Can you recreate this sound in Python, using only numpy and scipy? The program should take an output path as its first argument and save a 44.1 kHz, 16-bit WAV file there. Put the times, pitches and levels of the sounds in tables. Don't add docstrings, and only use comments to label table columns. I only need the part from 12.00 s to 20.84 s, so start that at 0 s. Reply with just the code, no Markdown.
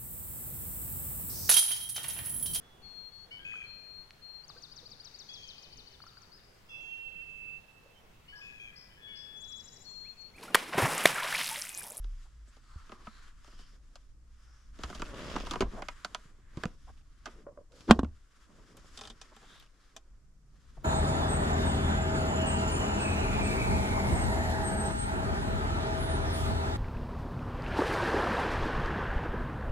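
import sys
import numpy as np
from scipy import signal
from scipy.fft import rfft, irfft
from scipy.io import wavfile
from scipy.ndimage import uniform_filter1d

SR = 44100
rng = np.random.default_rng(int(sys.argv[2]) if len(sys.argv) > 2 else 0)


def inscribe(sig):
    pcm = np.round(np.clip(np.atleast_2d(sig).T, -1, 1) * 32767)
    wavfile.write(sys.argv[1], SR, pcm.astype(np.int16))


N = 389844
TIME = np.arange(N) / SR
AGE = np.arange(SR // 4) / SR
ATTACK = SR // 100

# t/s, level/dB, contact/ms, box pitch/ratio, relative crack/dB, box ring time/ratio
LID_BLOWS = [(5.8998, -13, 1.4, 1.13, -21, 0.73), (5.9096, -2, 0.13, 1, -6, 0.95),
             (5.9915, -17, 0.4, 1.19, -14, 1), (6.032, -17, 1.3, 1.03, -28.5, 0.68)]
# f/Hz, level/dB, t60/s
SHELL_MODES = [(714, -18.5, .03), (785, -15, .028), (897, -13, .04), (1070, -3, 0.023), (1437, -25.5, .035),
               (1559, -18.5, .045), (1857, -24.5, 0.054), (2395, -28, .028), (2850, -13, 0.012),
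               (3400, -19.5, .016), (3966, -20.5, .016), (4730, -24.5, .018), (5400, -30.5, .016),
               (7500, -24, .016), (9200, -33.5, .016)]
# f/Hz, level/dB, t60/s
BOX_MODES = [(186, -8.5, .045), (222, 2, 0.068), (288, -11.5, 0.046), (370, -27, .05)]
# f/Hz, gain/dB
RIM_COLOUR = [(100, -22.5), (300, -7.5), (520, -6.5), (720, 1.5), (1200, 3), (1700, 0.5), (2150, -19),
              (2500, -8), (3200, -2), (4500, -13), (7800, -18.5), (11000, -28.5), (15000, -50.5)]
# f/Hz, left minus right/dB
SLAM_BALANCE = [(110, -0.5), (200, -1), (500, -2.5), (1200, -2.5), (2400, 1.5), (4400, 1), (12000, 1.5)]
# t/s, level/dB, f/Hz, t60/s
DULL_THUMPS = [(0.76, -32.5, 71.5, 0.094), (1.077, -40.5, 219, 0.074), (2.84, -32, 64.4, 0.19),
               (3.607, -18.5, 387, 0.078), (3.631, -22, 60, 0.072), (3.651, -26, 49.3, 0.15),
               (4.255, -44, 151, 0.037), (4.573, -22, 149, 0.02), (4.655, -20, 172, 0.031),
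               (5.895, -20.5, 52, .2), (5.916, -28.5, 75.8, .3), (5.987, -20.5, 61.5, 0.11),
               (6.03, -27.5, 73.6, 0.27), (6.074, -43.5, 93, 0.22), (8.779, -45, 138, 0.13)]
# t/s, level/dB, relative body/dB, relative treble/dB, t60/s, the part's note f/Hz
PLASTIC_CLICKS = [(.043, -57.5, -0.5, 2, 0.031, 3750), (.474, -72, 11, -1, .04, 600),
                  (.566, -60.5, 1, -3, 0.065, 890), (.894, -49, -1, -11, 0.047, 630),
                  (.919, -42, -1.5, -13.5, 0.048, 1140), (1.07, -42, -14, -28, 0.032, 1250),
                  (1.445, -56.5, -19, -4, 0.032, 610), (1.476, -59, 5, -2, 0.072, 640),
                  (1.525, -57.5, 1.5, -17, 0.096, 1170), (1.591, -57, 2.5, -3, 0.066, 1590),
                  (1.956, -50, -15, 0, 0.055, 590), (2.789, -51, 9, -5.5, 0.045, 1320),
                  (2.835, -34, -6, -3.5, 0.06, 1750), (2.9, -43, 3.5, -8, 0.037, 700),
                  (2.927, -43.5, -3, -19, 0.035, 1320), (2.949, -45, 0.5, 1, 0.092, 636),
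                  (2.996, -42, 2, -6, 0.095, 1320), (3.0195, -31.5, -3.5, -10, 0.025, 1350),
                  (3.362, -28, -2, -14, 0.035, 816), (3.401, -43.5, -1, -2, 0.045, 658),
                  (3.433, -48, 9, -18, 0.031, 605), (3.468, -37.5, -5.5, -7, 0.066, 930),
                  (3.51, -32.5, -2, -0.5, 0.067, 1100), (3.535, -31.5, -7, -12, 0.053, 960),
                  (3.557, -32, -2, -16.5, 0.034, 1130), (3.573, -57, -5, -24, 0.022, 950),
                  (3.6065, -25.5, -3, -6.5, 0.09, 630), (3.621, -28.5, 4, -19, 0.016, 1050),
                  (3.821, -35, -6, -13.5, 0.034, 586), (3.885, -33, -19, -6.5, 0.04, 2240),
                  (4.047, -31, -15.5, -3, 0.038, 1520), (4.147, -32.5, -21.5, -1, 0.034, 1270),
                  (4.571, -46, 8.5, -7.5, 0.062, 980), (4.6355, -31.5, -4, -9.5, 0.03, 1730),
                  (4.655, -38, 3.5, -8, 0.0068, 494), (5.257, -36.5, -21, -5.5, 0.071, 1560),
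                  (5.266, -43.5, -6.5, -27, 0.034, 1150), (5.275, -46.5, 3, -13, 0.061, 1550),
                  (5.72, -64, -8.5, 2, 0.097, 1430), (5.807, -59, -10.5, 5, 0.066, 2400),
                  (6.0455, -46, 6.5, -14, 0.028, 585)]
# f/Hz, width/Hz, level/dB
CONSOLE_MODES = [(203, 52, -7.5), (343, 190, -6), (544, 390, -4.5), (708, 180, 0.5), (994, 86, -0.5),
                 (1190, 167, 1), (1470, 350, -4), (2110, 150, -7), (2560, 680, -8.5), (3240, 720, -6.5),
                 (4550, 920, -8), (5654, 1500, -10.5), (6650, 900, -11.5), (7560, 450, -16),
                 (9300, 1200, -24.5), (12600, 1600, -39.5)]
# t/s, left minus right/dB
CLICK_BEARING = [(0, 0), (2, 1.5), (2.85, -1.5), (3.45, -1), (4.1, -2.5), (4.65, -4), (5.8, -2.5), (7, 3.5)]
# t/s, level/dB, f/Hz, t60/s
RINGING_KNOCKS = [(1.071, -36.5, 1284, .05), (4.637, -29, 1730, 0.026), (7.9635, -47, 661, 0.046)]
# t/s, length/s, level/dB, main resonance f/Hz, muffled above f/Hz
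HINGE_CREAKS = [(4.636, 0.0045, -34.5, 657, 1390), (5.265, 0.018, -52, 660, 1400),
                (5.467, 0.0073, -41, 568, 1510), (5.482, 0.014, -47.5, 572, 1540),
                (5.506, 0.0065, -54, 581, 640), (5.575, 0.0033, -43, 602, 1580),
                (5.585, 0.0081, -47, 583, 750), (5.608, 0.0094, -54, 580, 600)]
# multiple of the main resonance, level/dB, t60/s
HINGE_MODES = [(0.599, -23, 0.023), (1, 7.5, 0.046), (1.801, 3, 0.017), (2.3, -5, .015), (2.7, -39, 0.019)]
# t/s, level/dB, relative treble/dB, the pin's note f/Hz, relative tick of the tip/dB
KEY_CONTACTS = [(6.769, -60, 2, 7750, 0), (6.974, -52, 7.5, 4780, -16), (6.989, -49.5, 1.5, 3570, -22),
                (7.011, -45.5, 1, 5240, -26), (7.0354, -52, 2, 3400, -25), (7.052, -49, 0.5, 3570, -26),
                (7.0732, -52, 3.5, 4500, -23), (7.0995, -50, 4, 3500, -28), (7.214, -53, 6, 6050, -17.5),
                (7.364, -54, -4, 910, -16), (7.598, -72.5, 16, 3340, 9), (7.964, -51.5, 6, 6400, -9)]
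# f/Hz, level/dB, t60/s
LOCK_MODES = [(225, -5.5, 0.088), (423, -6, 0.085), (660, -2.5, 0.038), (791, -2.5, 0.044),
              (1073, -1, 0.022), (1310, 0.5, 0.026), (1690, 4, 0.0068), (2437, -4, 0.015),
              (3090, 1.5, 0.01), (3640, 1, 0.011), (4790, 5, 0.0027), (6090, 2.5, 0.0037),
              (7420, 3, 0.0026), (9200, -3.5, 0.0033)]
# t/s, slip rate/Hz, level/dB
PALM_JUDDER = [(3.04, 133, -59), (3.12, 118, -56), (3.17, 104, -51.5), (3.21, 92, -45.5), (3.25, 70, -48),
               (3.29, 61, -46), (3.34, 54, -43.5), (3.42, 35, -46)]
# start t/s, length/s, level/dB
LEATHER_STROKES = [(2.8, 0.36, -57.5), (3.08, 0.43, -54), (3.45, 0.11, -55.5), (4.84, 0.2, -75),
                   (7.4, 0.3, -68)]
# f/Hz, gain/dB
CRACKLE_COLOUR = [(300, -16), (600, 4), (1300, -5), (2000, -8), (2700, 3), (3500, -1), (4100, -6.5),
                  (4900, -3), (6500, -11), (10000, -24), (15000, -32)]
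# start t/s, length/s, level/dB
PADDING_STROKES = [(0.8, 0.51, -67), (1.38, 0.75, -75), (2.75, 0.29, -52.5), (2.98, 0.91, -46.5),
                   (3.65, 0.83, -64.5), (4.45, 0.34, -61.5), (5.2, 0.48, -60.5), (5.65, 0.5, -58),
                   (6.349, 0.6, -61.5), (6.849, 0.36, -63.5), (7.1, 0.6, -66.5), (7.6, 0.63, -72),
                   (8.4, 1, -66.5)]
# f/Hz, gain/dB
PADDING_COLOUR = [(60, -20), (95, 2.5), (130, 2), (199, 0.5), (295, -0.5), (435, -4), (570, -6.5),
                  (835, -14.5), (1030, -10.5), (1200, -13), (1560, -38), (2640, -120)]
# middle t/s, length/s, level/dB,
# f/Hz, width/Hz
BRIEF_SCUFFS = [(0.266, 0.051, -67, 700, 900), (0.489, 0.06, -68, 7600, 910),
                (0.773, .32, -60.5, 1290, 151), (0.971, 0.35, -61.5, 1130, 171.5),
                (0.995, 0.31, -69, 334, 140), (2.524, .3, -69.5, 1380, 400),
                (3.077, 0.19, -62.5, 4940, 5000), (3.711, 0.25, -66, 3800, 3500),
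                (3.791, 0.087, -42.5, 660, 520), (4.496, 0.24, -70.5, 1790, 400),
                (4.893, 0.057, -53, 820, 650), (5.398, 0.12, -58, 370, 150),
                (5.746, 0.12, -59.5, 524, 78.5), (5.902, 0.053, -30.5, 950, 600),
                (5.899, 0.064, -50.5, 3300, 3000), (5.902, 0.068, -27.5, 285, 200),
                (5.964, 0.049, -40, 402, 49.5), (7.324, 0.04, -56, 803, 700),
                (7.436, 0.052, -57.5, 857, 717), (8.45, 0.82, -65.5, 140.6, 50),
                (8.778, 0.024, -52, 599, 390)]
# start t/s, length/s, level/dB, relative treble/dB
CLOTH_STROKES = [(-0.3, 0.69, -72, 2), (0.152, .7, -71.5, -1.5), (0.538, 0.68, -65, -4),
                 (0.969, .38, -62, -5.5), (1.289, .52, -64.5, -2), (1.6, 0.58, -77.5, 1.5),
                 (2.194, 0.58, -72, -1), (2.722, .35, -56, -2), (2.978, 0.55, -50.5, -7),
                 (3.398, .23, -53, -3.5), (3.48, 0.63, -60.5, -5), (3.892, .5, -65.5, -2.5),
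                 (4.25, .35, -74.5, -6.5), (4.457, .29, -63.5, -3), (4.631, 0.42, -73.5, 2),
                 (4.848, 0.57, -76.5, -2), (5.152, .3, -66, -4.5), (5.254, .55, -82.5, -4),
                 (5.7, .3, -67, 2.5), (5.853, 0.78, -72.5, -2), (6.201, 0.99, -68.5, -2.5),
                 (6.803, 0.35, -63, 1.5), (7.016, 0.49, -66.5, -5.5), (7.3, .4, -63.5, -3),
                 (7.552, .5, -72, -2.5), (7.599, .75, -80.5, -7), (8.443, 0.74, -71, -1)]
# f/Hz, gain/dB
RUSTLE_COLOUR = [(470, -30.5), (800, -21.5), (1100, -6.5), (1320, -6), (1590, -7), (2470, -14.5),
                 (3320, -11.5), (4350, -15.5), (4910, -12), (5830, -15), (7280, -16), (8330, -21.5),
                 (10100, -23.5), (12200, -30.5), (15000, -52)]
# f/Hz, width/Hz
WEAVE_BANDS = [(4300, 700), (5400, 900), (7400, 1000)]
# start t/s, length/s, level/dB, first f/Hz, last f/Hz
DENIM_SWISHES = [(.48, 0.46, -78, 7300, 7750), (.55, 0.41, -72, 4630, 4230),
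                 (0.952, 0.42, -67.5, 3910, 4320), (1.397, 0.44, -70, 4700, 5320),
                 (1.477, 0.26, -67, 2900, 3160), (2.278, 0.51, -72.5, 5160, 5920),
                 (3.124, 0.4, -57, 4670, 5160), (7.373, 0.32, -61.5, 3300, 3760)]
# t/s, level/dB
HANDLING_LEVEL = [(0.2, -55), (1.6, -54), (2.1, -58), (2.6, -58), (2.9, -45), (3.6, -42.5), (4.25, -61),
                  (4.6, -48), (5.15, -55.5), (5.85, -59), (6.02, -43.5), (6.3, -59), (6.95, -54),
                  (7.5, -59.5), (8.2, -60), (8.84, -52)]
# f/Hz, gain/dB
HANDLING_COLOUR = [(8.8, -26.5), (15, 6), (57, -3.5), (68, -9.5), (87, -16), (130, -19.5), (166, -27),
                   (300, -28), (390, -50.5), (660, -120)]
# f/Hz, width/Hz, level/dB
HUM_BANDS = [(53, 14, -63.5), (122, 8.6, -79.5)]
# t/s, gain/dB
HUM_SWELL = [(0, 7.5), (1.3, -8), (2.4, 6), (3.9, -2), (4.5, -8), (5.2, -1), (6.6, -3), (7.6, -11),
             (8.84, -15)]
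# f/Hz, gain/dB
HISS_COLOUR = [(100, -3.5), (300, 0.5), (450, -2.5), (850, -9.5), (1250, -5.5), (2300, -15), (3800, -18.5),
               (5200, -13.5), (7500, -14.5), (8500, -18), (11000, -25), (15000, -36)]


def lid(crack_t60=.025, rattle_db=-21, rattle_t60=.065, box_swell_s=.008, leak_hz=170):
    out = np.zeros((2, N))
    for s, db, contact_ms, pitch, crack_db, life in LID_BLOWS:
        push = AGE * np.exp(-AGE / (contact_ms * 1e-3 / 4))
        box = ring([(hz * pitch, mode_db, t60 * life) for hz, mode_db, t60 in BOX_MODES])
        response = ring(SHELL_MODES) - box * (1 - fade(box_swell_s))
        body = band(drive(push / push.sum(), response), leak_hz, "highpass", order=1)
        scatter = noise(len(AGE), side_db=-6) * (fade(crack_t60) + undb(rattle_db) * fade(rattle_t60))
        crack = unit(colour(scatter, RIM_COLOUR)) * np.sqrt(np.mean(fade(crack_t60) ** 2))
        add(out, s, (body + undb(crack_db) * crack) * undb(db))
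    return out


def thumps():
    out = np.zeros((2, N))
    taper = np.sqrt(np.linspace(1, 0, len(AGE)))
    for s, db, hz, t60 in DULL_THUMPS:
        add(out, s, ring([(hz, db, t60)]) * taper)
    return band(out + 1e-18, 930, "lowpass", order=2)


def clicks(snap_db=17, tail_db=-24, tail_t60=.13):
    out = np.zeros((2, N))
    count = SR // 10
    console = sum((-1) ** k * width * ring([(hz, db, np.log(1000) / np.pi / width)])
                  for k, (hz, width, db) in enumerate(CONSOLE_MODES))
    registers = [band(console, edges, "bandpass") for edges in ((130, 410), (450, 2500), (2500, 22000))]
    lives = 1.2, 1, .7
    for s, db, body_db, treble_db, t60, hz in trim_ticks() + list(PLASTIC_CLICKS):
        scatter = noise(count, side_db=-5)
        levels_db = db + np.array([body_db - 4.5, -3.5, treble_db - 4.5])
        for register, life, level_db in zip(registers, lives, levels_db):
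            force = scatter * (fade(t60 * life) + undb(tail_db) * fade(tail_t60 * life))[:count]
            force[:, 0] += undb(snap_db)
            part = drive(force, stress(register[:count // 2], hz, boost_db=3.5, width_share=.12))
            add(out, s, unit(part) * np.sqrt(ATTACK / part.shape[1]) * undb(level_db) * bearing(s))
    return out


def knocks():
    out = np.zeros((2, N))
    for s, db, hz, t60 in RINGING_KNOCKS:
        add(out, s, ring([(hz, db, t60)]) * bearing(s))
    return out


def creaks(slip_hz=210, grit_db=-24):
    out = np.zeros((2, N))
    for s, length, db, hz, muffle_hz in HINGE_CREAKS:
        gap, size = .5 + rng.random((2, 20))
        slip_times = (np.cumsum(gap) - gap[0]) / slip_hz
        force = undb(grit_db) * noise(len(AGE), side_db=2)
        force += np.bincount((slip_times * SR).astype(int), size, len(AGE))[:len(AGE)]
        hinge = ring([(hz * multiple, mode_db, t60) for multiple, mode_db, t60 in HINGE_MODES])
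        muffled = band(drive(force * (AGE < length), hinge), muffle_hz, "lowpass")
        add(out, s, unit(muffled) * np.sqrt(length / AGE[-1]) * undb(db))
    return out


def key(gain_db=-1, snap_db=9, scrape_t60=.051, tip_t60=.024, tip_db=-6):
    out = np.zeros((2, N))
    lock = sum((-1) ** k * ring([mode]) for k, mode in enumerate(LOCK_MODES))
    registers = band(lock, 2470, "lowpass"), band(lock, (2500, 10500), "bandpass")
    for s, db, treble_db, hz, tick_db in KEY_CONTACTS:
        force = noise(len(AGE), side_db=-7) * fade(scrape_t60)
        force[:, 0] += undb(snap_db)
        body, pin = (drive(force, stress(x, hz, boost_db=4, width_share=.18)) for x in registers)
        tip = band(noise(len(AGE), side_db=-6.5) * fade(tip_t60), (9500, 13000), "bandpass", order=2)
        for part, part_db in ((body, 0), (pin, treble_db), (tip, tick_db + tip_db)):
            add(out, s, unit(part) * np.sqrt(ATTACK / len(AGE)) * undb(db + part_db + gain_db) * pan(.5))
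    return out


def judder(tap_db=-.5, grit_db=-7, grit_decay_cycles=.93, jitter_share=.16, spread_db=2.5):
    rate, level_db = curve(PALM_JUDDER)
    phase = np.cumsum(rate * (1 + jitter_share * walk(120))) / SR % 1
    slips = (np.diff(phase, prepend=0) < 0) * undb(spread_db * walk(150))
    taps = colour(slips[None], [(90, -9), (200, 2), (300, 5), (450, -1), (590, 5), (740, -12),
                                (1100, -6), (2200, -23), (12000, -73)])
    puffs = noise(N, side_db=-2) * np.exp(-phase / grit_decay_cycles)
    grit = colour(puffs, [(700, -18), (1100, -13), (1700, 2), (2300, -1), (3000, 1), (3600, 2),
                          (4200, -7), (5000, -12), (6500, -9), (12000, -38)])
    touching = (TIME > PALM_JUDDER[0][0]) & (TIME < PALM_JUDDER[-1][0])
    return (undb(tap_db) * unit(taps) + undb(grit_db) * unit(grit)) * undb(level_db) * touching


def leather(cracks_per_s=170, crack_t60=.012, size_range_db=14):
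    chance, size = rng.random((2, N))
    cracks = (chance < cracks_per_s / SR) * undb(size_range_db * size)
    bursts = signal.oaconvolve(cracks, fade(crack_t60))[:N]
    return unit(colour(noise(N, side_db=-4.5) * bursts, CRACKLE_COLOUR)) * strokes(LEATHER_STROKES)


def padding(gain_db=-1):
    drag = colour(friction(side_db=-.5, grain_db=2.5, flutter_db=3.5), PADDING_COLOUR)
    return unit(drag) * strokes(PADDING_STROKES) * undb(gain_db)


def scuffs():
    out = np.zeros((2, N))
    for s, length, db, hz, width in BRIEF_SCUFFS:
        count = int(length * SR)
        edges = np.hypot(hz, width / 2) + np.array([-.5, .5]) * width
        resonance = band(noise(count, side_db=-5.5), edges, "bandpass", order=1)
        stroke = band(resonance, edges[1] * 1.1, "lowpass") * np.hanning(count)
        add(out, s - length / 2, unit(stroke) * undb(db) / 2)
    return out


def cloth(split_hz=2500, waver_db=1.8):
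    rustle = colour(friction(side_db=-4.5, grain_db=.5, flutter_db=1.88), RUSTLE_COLOUR)
    for hz, width in WEAVE_BANDS:
        resonance = band(rustle, (hz - width / 2, hz + width / 2), "bandpass", order=1)
        rustle = rustle + (undb(waver_db * walk(5.6)) - 1) * resonance
    treble = strokes([(s, length, db + treble_db) for s, length, db, treble_db in CLOTH_STROKES])
    papery = unit(band(rustle, split_hz, "lowpass")) * sliding()
    hiss = unit(band(rustle, split_hz, "highpass")) * treble
    return (papery + hiss) * pan(1.3)


def swishes(width_share=.18):
    out = np.zeros((2, N))
    base_hz = SR / 20
    edges = base_hz * np.exp(np.array([-.5, .5]) * width_share)
    for s, length, db, first_hz, last_hz in DENIM_SWISHES:
        count = int(length * SR)
        travel = np.cumsum(np.linspace(first_hz, last_hz, count)) / base_hz
        ribs = band(noise(int(travel[-1]) + 2, side_db=-8), edges, "bandpass", order=2)
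        stroke = np.array([np.interp(travel, np.arange(len(side)), side) for side in ribs])
        add(out, s, unit(stroke * np.hanning(count)) * undb(db) / 2)
    return out


def trim_ticks(count=18, over_cloth_db=-1, spread_db=2, body_db=-4, treble_db=-2, t60=.031):
    motion = sliding()
    odds = np.cumsum(np.sqrt(motion - motion.min()))
    when, size, note = rng.random((count, 3)).T
    onsets = np.searchsorted(odds, (np.arange(count) + when) / count * odds[-1])
    levels_db = 20 * np.log10(motion[onsets]) + over_cloth_db + spread_db * (2 * size - 1)
    notes_hz = 580 * 2 ** (2 * note)
    return [(i / SR, db, body_db, treble_db, t60, hz) for i, db, hz in zip(onsets, levels_db, notes_hz)]


def boom(db=-32.5, first_hz=40.4, sag_hz_per_s=57, hold_s=.076, release_s=.19):
    hz = np.maximum(first_hz - sag_hz_per_s * TIME, 0)
    envelope = np.clip(1 - (TIME - hold_s) / release_s, 0, 1)
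    return undb(db) * envelope * np.sin(2 * np.pi * np.cumsum(hz) / SR)


def handling(waver_db=1.9):
    level_db, = curve(HANDLING_LEVEL)
    rumble = colour(noise(N, side_db=-11.5, side_hz=10), HANDLING_COLOUR)
    return unit(rumble) * undb(level_db + waver_db * walk(11))


def hum(waver_db=2):
    level_db, = curve(HUM_SWELL)
    tones = np.zeros(N)
    for hz, width, db in HUM_BANDS:
        edges = hz - width / 2, hz + width / 2
        tones += undb(db) * unit(band(rng.standard_normal(N), edges, "bandpass", order=2))
    return tones * undb(level_db + waver_db * walk(2.6))


def room_tone(db=-75.5):
    return unit(colour(noise(N, side_db=0), HISS_COLOUR)) * undb(db)


def cabin(x, wet_db, low_t60, high_t60):
    low = band(noise(len(AGE), side_db=-9), 840, "lowpass") * fade(low_t60)
    high = band(noise(len(AGE), side_db=-6.5), (450, 4500), "bandpass", order=1) * fade(high_t60)
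    echoes = (low + high) * (1 - fade(.025))
    echoes /= np.sqrt(2 * np.sum(echoes ** 2))
    return x + undb(wet_db) * signal.oaconvolve(x, echoes, axes=1)[:, :N]


def microphone_ports(x, balance, lag_ms):
    f = np.maximum(np.arange(N // 2 + 1) * SR / N, 1)
    hz, db = np.transpose(balance)
    delay = np.exp(-2j * np.pi * f * lag_ms * 1e-3 * np.array([[.5], [-.5]]))
    return irfft(rfft(x) * pan(np.interp(np.log(f), np.log(hz), db)) * delay, N)


def friction(side_db, grain_db, flutter_db):
    grains = np.repeat(rng.exponential(size=N // 16 + 1), 16)
    sizes = undb(grain_db * np.minimum(uniform_filter1d(grains, 8)[:N], 6))
    return noise(N, side_db) * sizes * undb(flutter_db * walk(45))


def strokes(rows, rise_share=.64, speed_exponent=.87):
    power = np.full(N, 1e-14)
    for s, length, db in rows:
        moving = slice(max(int(s * SR), 0), int((s + length) * SR))
        effort = np.interp((TIME[moving] - s) / length, [0, rise_share, 1], [0, 1, 0])
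        speed = np.sin(np.pi / 2 * effort)
        power[moving] += (undb(db) * speed ** speed_exponent) ** 2
    return np.sqrt(power)


def sliding():
    return strokes([row[:3] for row in CLOTH_STROKES])


def ring(modes):
    return sum(undb(db) * fade(t60) * np.sin(2 * np.pi * hz * AGE) for hz, db, t60 in modes)


def fade(t60):
    return np.exp(-np.log(1000) * AGE / max(t60, 1e-3))


def drive(force, response):
    return signal.fftconvolve(np.atleast_2d(force), np.atleast_2d(response), axes=1)[:, :len(AGE)]


def noise(count, side_db, side_hz=1200):
    mid, side = rng.standard_normal((2, count))
    return unit(mid + undb(side_db) * band(side, side_hz, "highpass", order=1) * np.array([[1], [-1]]))


def walk(rate_hz):
    hold = int(SR / rate_hz)
    steps = np.repeat(rng.standard_normal(N // hold + 1), hold)
    return unit(uniform_filter1d(uniform_filter1d(steps, hold), hold)[:N])


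def band(x, hz, kind, order=3):
    return signal.sosfilt(signal.butter(order, hz, kind, fs=SR, output="sos"), x)


def stress(x, hz, boost_db, width_share):
    edges = hz * np.exp(np.array([-.5, .5]) * width_share)
    return x + undb(boost_db) * band(x, edges, "bandpass", order=1)


def colour(x, points, size=8192):
    hz, db = np.transpose(points)
    f = np.maximum(np.arange(size // 2 + 1) * SR / size, 1)
    cepstrum = irfft(np.log(undb(np.interp(np.log(f), np.log(hz), db))))
    cepstrum[1:size // 2] *= 2
    cepstrum[size // 2 + 1:] = 0
    response = irfft(np.exp(rfft(cepstrum)))
    return signal.oaconvolve(x, response[None, :size // 2], axes=1)[:, :x.shape[1]]


def curve(table):
    s, *columns = np.transpose(table)
    return [np.interp(TIME, s, column) for column in columns]


def bearing(s):
    return pan(np.interp(s, *np.transpose(CLICK_BEARING)))


def pan(db):
    return undb(np.array([[.5], [-.5]]) * db)


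def add(out, s, x):
    i = max(int(s * SR), 0)
    out[:, i:i + x.shape[-1]] += x[..., :N - i]


def undb(db):
    return np.exp(np.asarray(db) * np.log(10) / 20)


def unit(x):
    return x / np.sqrt(np.mean(x ** 2) + 1e-30)


def scene():
    mechanisms = cabin(clicks() + knocks() + key() + creaks(), wet_db=-19, low_t60=.13, high_t60=.1)
    slam = cabin(lid(), wet_db=-18.5, low_t60=.14, high_t60=.08)
    slam = stress(slam, 94, boost_db=-10, width_share=.66)
    slam = microphone_ports(band(slam, 11000, "lowpass", order=4), SLAM_BALANCE, lag_ms=.0094)
    rubbing = scuffs() + swishes() + judder() + leather() + cloth() + padding()
    return mechanisms + slam + thumps() + boom() + rubbing + handling() + hum() + room_tone()


def record(dry):
    top_cut = signal.ellip(8, .2, 70, 15500, fs=SR, output="sos")
    return signal.sosfilt(top_cut, np.clip(dry, -1, 1))


dry = scene()
out = record(dry)
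inscribe(out)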